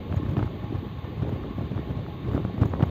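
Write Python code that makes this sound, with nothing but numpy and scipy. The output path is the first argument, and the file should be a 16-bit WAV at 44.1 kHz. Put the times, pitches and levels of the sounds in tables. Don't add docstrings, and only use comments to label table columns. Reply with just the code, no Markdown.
import sys
import numpy as np
from scipy import signal
from scipy.io import wavfile
from scipy.ndimage import uniform_filter1d

SR = 44100
rng = np.random.default_rng(int(sys.argv[2]) if len(sys.argv) > 2 else 0)


def ratio_of_db(decibels):
    return 10 ** (np.asarray(decibels, float) / 20)


def output_pcm(signal):
    pcm = np.clip(np.atleast_2d(signal).T, -1, 1) * 32767
    wavfile.write(sys.argv[1], SR, np.round(pcm).astype(np.int16))


N = 127890


def evened(x):
    return x / np.sqrt(np.mean(x ** 2) + 1e-20)


def band(x, lo_hz, hi_hz, order=1):
    return signal.sosfiltfilt(signal.butter(order, [lo_hz, hi_hz], "band", fs=SR, output="sos"), x)


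def resonate(x, hz, width_hz):
    turn = np.exp(2j * np.pi * hz * np.arange(len(x)) / SR)
    r = np.exp(-np.pi * width_hz / SR)
    return 2 * (turn * signal.lfilter([1 - r], [1, -r], x / turn)).real


def drift(seconds):
    size = max(int(seconds * SR), 2)
    x = uniform_filter1d(rng.standard_normal(N), size, mode="wrap")
    return evened(uniform_filter1d(x, size, mode="wrap"))


def noise(colour, patch_db, size=1024):
    hz = np.fft.rfftfreq(size, 1 / SR)
    colour_hz, colour_db = np.transpose(colour)
    real, imag, patches = rng.standard_normal((N * 4 // size + 5, len(hz), 3)).T
    patches = uniform_filter1d(patches, size=6, axis=0)
    patches = evened(uniform_filter1d(patches, size=8, axis=1))
    shape_db = np.interp(np.log(hz + 1), np.log(colour_hz + 1), colour_db, -120, -120)
    z = (real + 1j * imag) * ratio_of_db(shape_db[:, None] + patch_db * patches)
    return evened(signal.istft(z, nperseg=size, noverlap=size * 3 // 4)[1][:N])


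def bursts(times, db, width_s):
    t = np.arange(N) / SR
    return sum(gain * np.exp(-((t - s) / width_s) ** 2) for s, gain in zip(times, ratio_of_db(db)))


def wavelets(rows, cycles, db_gain):
    t, out = np.arange(N) / SR, np.zeros(N)
    for s, db, hz in rows:
        turns = (t - s) * hz
        out += ratio_of_db(db + db_gain) * np.cos(2 * np.pi * turns) * np.exp(-(turns / cycles) ** 2)
    return out


# time_s, level_db
GUST_STRENGTH = [(0.0, -31.5), (0.16, -37), (0.3, -30.5), (0.44, -34), (0.86, -33.5), (1.01, -37.5),
                 (1.28, -30), (1.39, -34), (1.86, -33.5), (2.02, -32.5), (2.21, -37.5), (2.35, -27),
                 (2.52, -33), (2.9, -29)]
# pitch_hz, density_db (per Hz)
WIND_COLOUR = [(20, -42), (40, -35), (65, 0.5), (100, -0.5), (200, -8.5), (400, -13), (900, -35.5),
               (2000, -59)]


def headwind():
    even_s, evening = 0.021, 0.45
    gust_db = np.interp(np.arange(N) / SR, *np.transpose(GUST_STRENGTH))
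    level_db = gust_db + 0.5 + 1.8 * drift(0.039)
    air = noise(WIND_COLOUR, patch_db=2, size=2048)
    power = uniform_filter1d(air ** 2, int(even_s * SR))
    air = evened(air / (power + 0.11) ** (evening / 2))
    return ratio_of_db(level_db) * air


# centre_s, peak_db, pitch_hz
PRESSURE_LUMPS = [(0.12, -21, 96), (0.142, -21, 131), (0.174, -16, 101), (0.227, -27.5, 117),
                  (0.254, -25, 118), (0.293, -20, 104), (0.382, -18.5, 114), (0.432, -17.5, 104),
                  (0.464, -23, 88), (0.648, -26.5, 116), (0.706, -26.5, 101), (0.757, -24.5, 106),
                  (0.789, -26.5, 108), (0.99, -26.5, 115), (1.047, -28.5, 91), (1.196, -35, 104),
                  (1.227, -19, 106), (1.285, -20.5, 115), (1.338, -24.5, 118), (1.361, -31, 87),
                  (1.571, -35.5, 107), (1.595, -24, 116), (1.616, -23, 114), (1.65, -26, 124),
                  (1.715, -24.5, 126), (1.767, -21.5, 111), (1.803, -31, 116), (1.91, -23, 122),
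                  (1.973, -25, 117), (2.089, -30, 117), (2.291, -21.5, 90.5), (2.322, -19.5, 98),
                  (2.353, -16, 110), (2.395, -30, 125), (2.45, -20, 102), (2.586, -21, 115),
                  (2.622, -11, 103), (2.66, -15.5, 115), (2.717, -24.5, 95), (2.754, -27, 99.5),
                  (2.798, -27, 100), (2.832, -10.5, 125)]


def lumps():
    return wavelets(PRESSURE_LUMPS, cycles=0.7, db_gain=2)


# centre_s, peak_db, pitch_hz
EDGE_FLUTTERS = [(0.099, -29, 294), (0.118, -22.5, 267), (0.137, -23, 214), (0.201, -22, 268),
                 (0.234, -21, 249), (0.269, -22.5, 223), (0.345, -29, 263), (0.372, -18, 277),
                 (0.382, -23, 208), (0.393, -18, 251), (0.413, -21, 230), (0.429, -23, 290),
                 (0.447, -21.5, 284), (0.709, -33, 246), (0.727, -18, 273), (0.755, -23.5, 231),
                 (0.832, -22.5, 236), (0.852, -28, 266), (1.232, -18.5, 257), (1.252, -26.5, 271),
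                 (1.328, -21, 230), (1.359, -23.5, 292), (1.51, -24, 248), (1.584, -20, 236),
                 (1.62, -22, 270), (1.637, -26, 232), (1.716, -26, 260), (1.732, -21, 203),
                 (1.782, -27.5, 265), (1.795, -21, 272), (1.876, -23, 240), (1.959, -32, 237),
                 (1.986, -32, 250), (2.087, -29.5, 296), (2.305, -42, 240), (2.322, -21, 208),
                 (2.35, -13.5, 254), (2.369, -20, 268), (2.38, -20, 308), (2.405, -37, 250),
                 (2.451, -20.5, 213), (2.545, -21.5, 227), (2.581, -25, 230), (2.62, -16.5, 250),
                 (2.631, -19, 300), (2.65, -20, 218), (2.688, -27, 287), (2.737, -22.5, 300),
                 (2.796, -33, 253), (2.808, -16.5, 282), (2.827, -15.5, 260), (2.838, -38, 265)]


def flutters():
    return wavelets(EDGE_FLUTTERS, cycles=0.7, db_gain=-0.5)


# centre_s, peak_db, pitch_hz
HOUSING_KNOCKS = [(0.129, -29.5, 540), (0.144, -22, 590), (0.17, -45, 573), (0.263, -50, 527),
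                  (0.372, -26.5, 668), (0.391, -23.5, 626), (0.41, -27.5, 524), (0.429, -24.5, 625),
                  (0.511, -29.5, 530), (0.749, -30, 527), (0.856, -33, 552), (1.223, -39, 520),
                  (1.233, -29, 500), (1.25, -24, 476), (1.293, -26, 537), (1.325, -30.5, 558),
                  (1.363, -25.5, 540), (1.586, -28, 529), (1.61, -26.5, 567), (1.621, -33, 590),
                  (1.719, -31, 513), (1.789, -28, 548), (1.797, -43, 516), (1.831, -30, 527),
                  (1.909, -31.5, 560), (1.992, -28, 510), (2.086, -29, 613), (2.349, -25, 546),
                  (2.369, -33, 633), (2.379, -16, 480), (2.402, -33, 595), (2.451, -23, 598),
                  (2.499, -27, 544), (2.58, -25, 715), (2.62, -28, 647), (2.633, -21, 660),
                  (2.651, -49, 567), (2.658, -28, 586), (2.739, -21.5, 521), (2.78, -43, 568),
                  (2.797, -22, 551), (2.812, -19, 606), (2.825, -26, 644), (2.838, -16.5, 520)]


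def knocks():
    return wavelets(HOUSING_KNOCKS, cycles=0.61, db_gain=-1)


def rustle(air):
    spread_s = 0.013
    force = np.sqrt(abs(uniform_filter1d(air ** 2, int(spread_s * SR))))
    return ratio_of_db(-20.5) * force * evened(band(rng.standard_normal(N), 265, 1130))


# centre_s, peak_db, brightness_db
PORT_SNAPS = [(0.1262, -31, -2), (0.1431, -39, -20), (0.2634, -36.5, -10), (0.369, -29.5, 0),
              (0.3934, -33, -1), (0.3972, -31.5, -18), (0.4036, -40, -15), (0.4286, -30, -6),
              (0.478, -35, -20), (1.0466, -38, -19), (1.2427, -42, -11), (1.2934, -35, -6),
              (1.3277, -41, -14), (1.4386, -37, -18), (1.6168, -40, -8), (1.749, -38, -15),
              (1.7688, -55, -15), (1.7787, -33, -10), (1.7907, -40, -12), (2.065, -35.5, -4),
              (2.3142, -34, -14), (2.3348, -35, -17), (2.344, -48, -11), (2.358, -42, -14.5),
              (2.3647, -34, -16), (2.3723, -44, -18), (2.3786, -29, -16), (2.4502, -34, -4),
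              (2.5793, -44, -5), (2.6189, -39, -12), (2.6238, -44, -18), (2.6345, -22, -20.5),
              (2.64, -52, 1), (2.7373, -25.5, -25), (2.751, -35, -12), (2.7962, -38, -2), (2.806, -32, -5),
              (2.8097, -32.5, -25), (2.8263, -31, 5), (2.8371, -26.5, -16)]


def snaps():
    width_s, lead_s = 0.0013, 0.0002
    low_hz, split_hz, high_hz = 740, 1500, 3360
    t, out = np.arange(800) / SR - 0.009, np.zeros(N + 800)
    shape = np.exp(-(t / width_s) ** 2)
    click = 11 * (np.arange(len(t)) == shape.argmax())
    for s, db, bright_db in PORT_SNAPS:
        puff = rng.standard_normal(len(t)) * shape + click
        body = band(puff, low_hz, split_hz, order=2)
        edge = band(puff, split_hz, high_hz)
        crack = body / abs(body).max() + ratio_of_db(bright_db - 2) * edge / abs(edge).max()
        out[round((s + t[0] - lead_s) * SR):][:len(t)] += ratio_of_db(db + 2.5) * crack
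    return signal.sosfilt(signal.butter(6, 3700, fs=SR, output="sos"), out[:N])


# pitch_hz, density_db (per Hz)
ROLL_COLOUR = [(60, -20), (180, -4), (500, -16.5), (1200, -26), (1600, -26), (3000, -25.5), (3700, -27),
               (4770, -38.5)]


def rolling():
    flicker_db = 0
    return ratio_of_db(-46 + flicker_db * drift(0.013)) * noise(ROLL_COLOUR, patch_db=1)


# pitch_hz, width_hz, level_db
WHEEL_MODES = [
    (832.4, 33, -56),
    (1093, 85, -54),
    (1780, 45, -65),
    (2150, 210, -66),
    (3360, 68, -76.5),
    (3616, 130, -67.5),
]


def wheel_rings():
    out = np.zeros(N)
    for hz, width_hz, db in WHEEL_MODES:
        ring = resonate(resonate(rng.standard_normal(N), hz, width_hz), hz, 3 * width_hz)
        out += ratio_of_db(db + 2 * drift(0.063)) * evened(ring)
    return out


# centre_s, half_length_s, pitch_hz, peak_db
WHEEL_SQUEAL = (1.835, .04, 1880, -59)


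def squeal():
    s, half_s, hz, db = WHEEL_SQUEAL
    return wavelets([(s, db, hz)], cycles=half_s * hz, db_gain=0)


# pitch_hz, density_db (per Hz)
HISS_COLOUR = [(4700, -13), (5900, -3), (6200, 19.5), (6800, 21.5), (7100, 3), (7650, 1.5), (7750, -32.5),
               (11500, -22.5)]


def rolling_hiss():
    return ratio_of_db(-81.5 + 0.4 * drift(0.0083)) * noise(HISS_COLOUR, patch_db=0.69)


# centre_s, top_band_db, ring_db
RAIL_JOINTS = [(0.034, -64, -75), (0.143, -53.5, -55), (0.164, -48.5, -46), (0.312, -52, -56),
               (0.383, -52.5, -62), (0.398, -65, -57), (0.427, -62, -61), (0.456, -57, -59),
               (0.496, -64, -59), (0.99, -60.5, -72), (1.295, -51, -53), (2.336, -53.5, -56),
               (2.371, -53, -72), (2.657, -47, -49), (2.678, -51, -57), (2.697, -65, -53),
               (2.826, -51, -75), (2.861, -53, -54)]


def joints():
    width_s = 0.0049
    s, top_db, ring_db = np.transpose(RAIL_JOINTS)
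    air = noise([(11620, 0), (12500, -1), (12800, -4), (13000, 1), (15750, -2.5)], patch_db=1.9)
    ring = rng.standard_normal(N)
    for _ in range(3):
        ring = resonate(ring, 6700, width_hz=730)
    top = ratio_of_db(-79.5 + 1.2 * drift(0.008)) + bursts(s, top_db - 17, width_s)
    return air * top + evened(ring) * bursts(s, ring_db - 13, width_s)


# pitch_hz, level_db (rms)
WHINE_TONES = [(3659.3, -76), (4859.3, -84), (6059.1, -86), (7259., -91), (12058.2, -96), (12118.2, -85),
               (12178.2, -94), (13258.1, -92), (13318.1, -83), (13378.1, -85), (13438.1, -93),
               (14458., -94), (14518., -89), (14578., -84)]


def whine():
    t, out = np.arange(N) / SR, np.zeros(N)
    for hz, db in WHINE_TONES:
        phase = np.pi / 2 * (hz / 60) ** 2
        out += np.sqrt(2) * ratio_of_db(db) * np.sin(2 * np.pi * hz * t + phase)
    return out


def scene():
    air = headwind() + lumps() + flutters() + knocks()
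    wheels = rolling() + wheel_rings() + squeal() + rolling_hiss()
    return (air + rustle(air) + snaps() + wheels + joints() + whine())[None]


def filter_ticks(dry):
    period_s, first_s, late_s = 0.01, 0.003, 0.0013
    starts = np.arange(first_s, N / SR - period_s, period_s)
    late = rng.random(len(starts)) < 0.5
    size = 1.7 * rng.uniform(-0.32, 1, len(starts))
    at = ((starts + late_s * late) * SR).astype(int)
    gust = np.sqrt(abs(uniform_filter1d(dry[0] ** 2, size=2200)))
    ticks = np.zeros(N)
    ticks[at] = ratio_of_db(-51) * size * (10 * gust[at]) ** 1.4
    return ticks


def band_limit(x):
    return signal.sosfilt(signal.butter(12, 15750, fs=SR, output="sos"), x)


def record(dry):
    cut = signal.sosfiltfilt(signal.butter(2, 50, "high", fs=SR, output="sos"), dry)
    i, fade_s = np.arange(N), 0.004
    fade = np.minimum(np.minimum(i, N + 30 - i) / (fade_s * SR), 1)
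    top_cut = signal.firwin(401, 15760, fs=SR)[None]
    mix = signal.oaconvolve(fade * (cut + filter_ticks(dry)), top_cut, "same")
    return band_limit(mix)


dry = scene()
out = record(dry)
output_pcm(out)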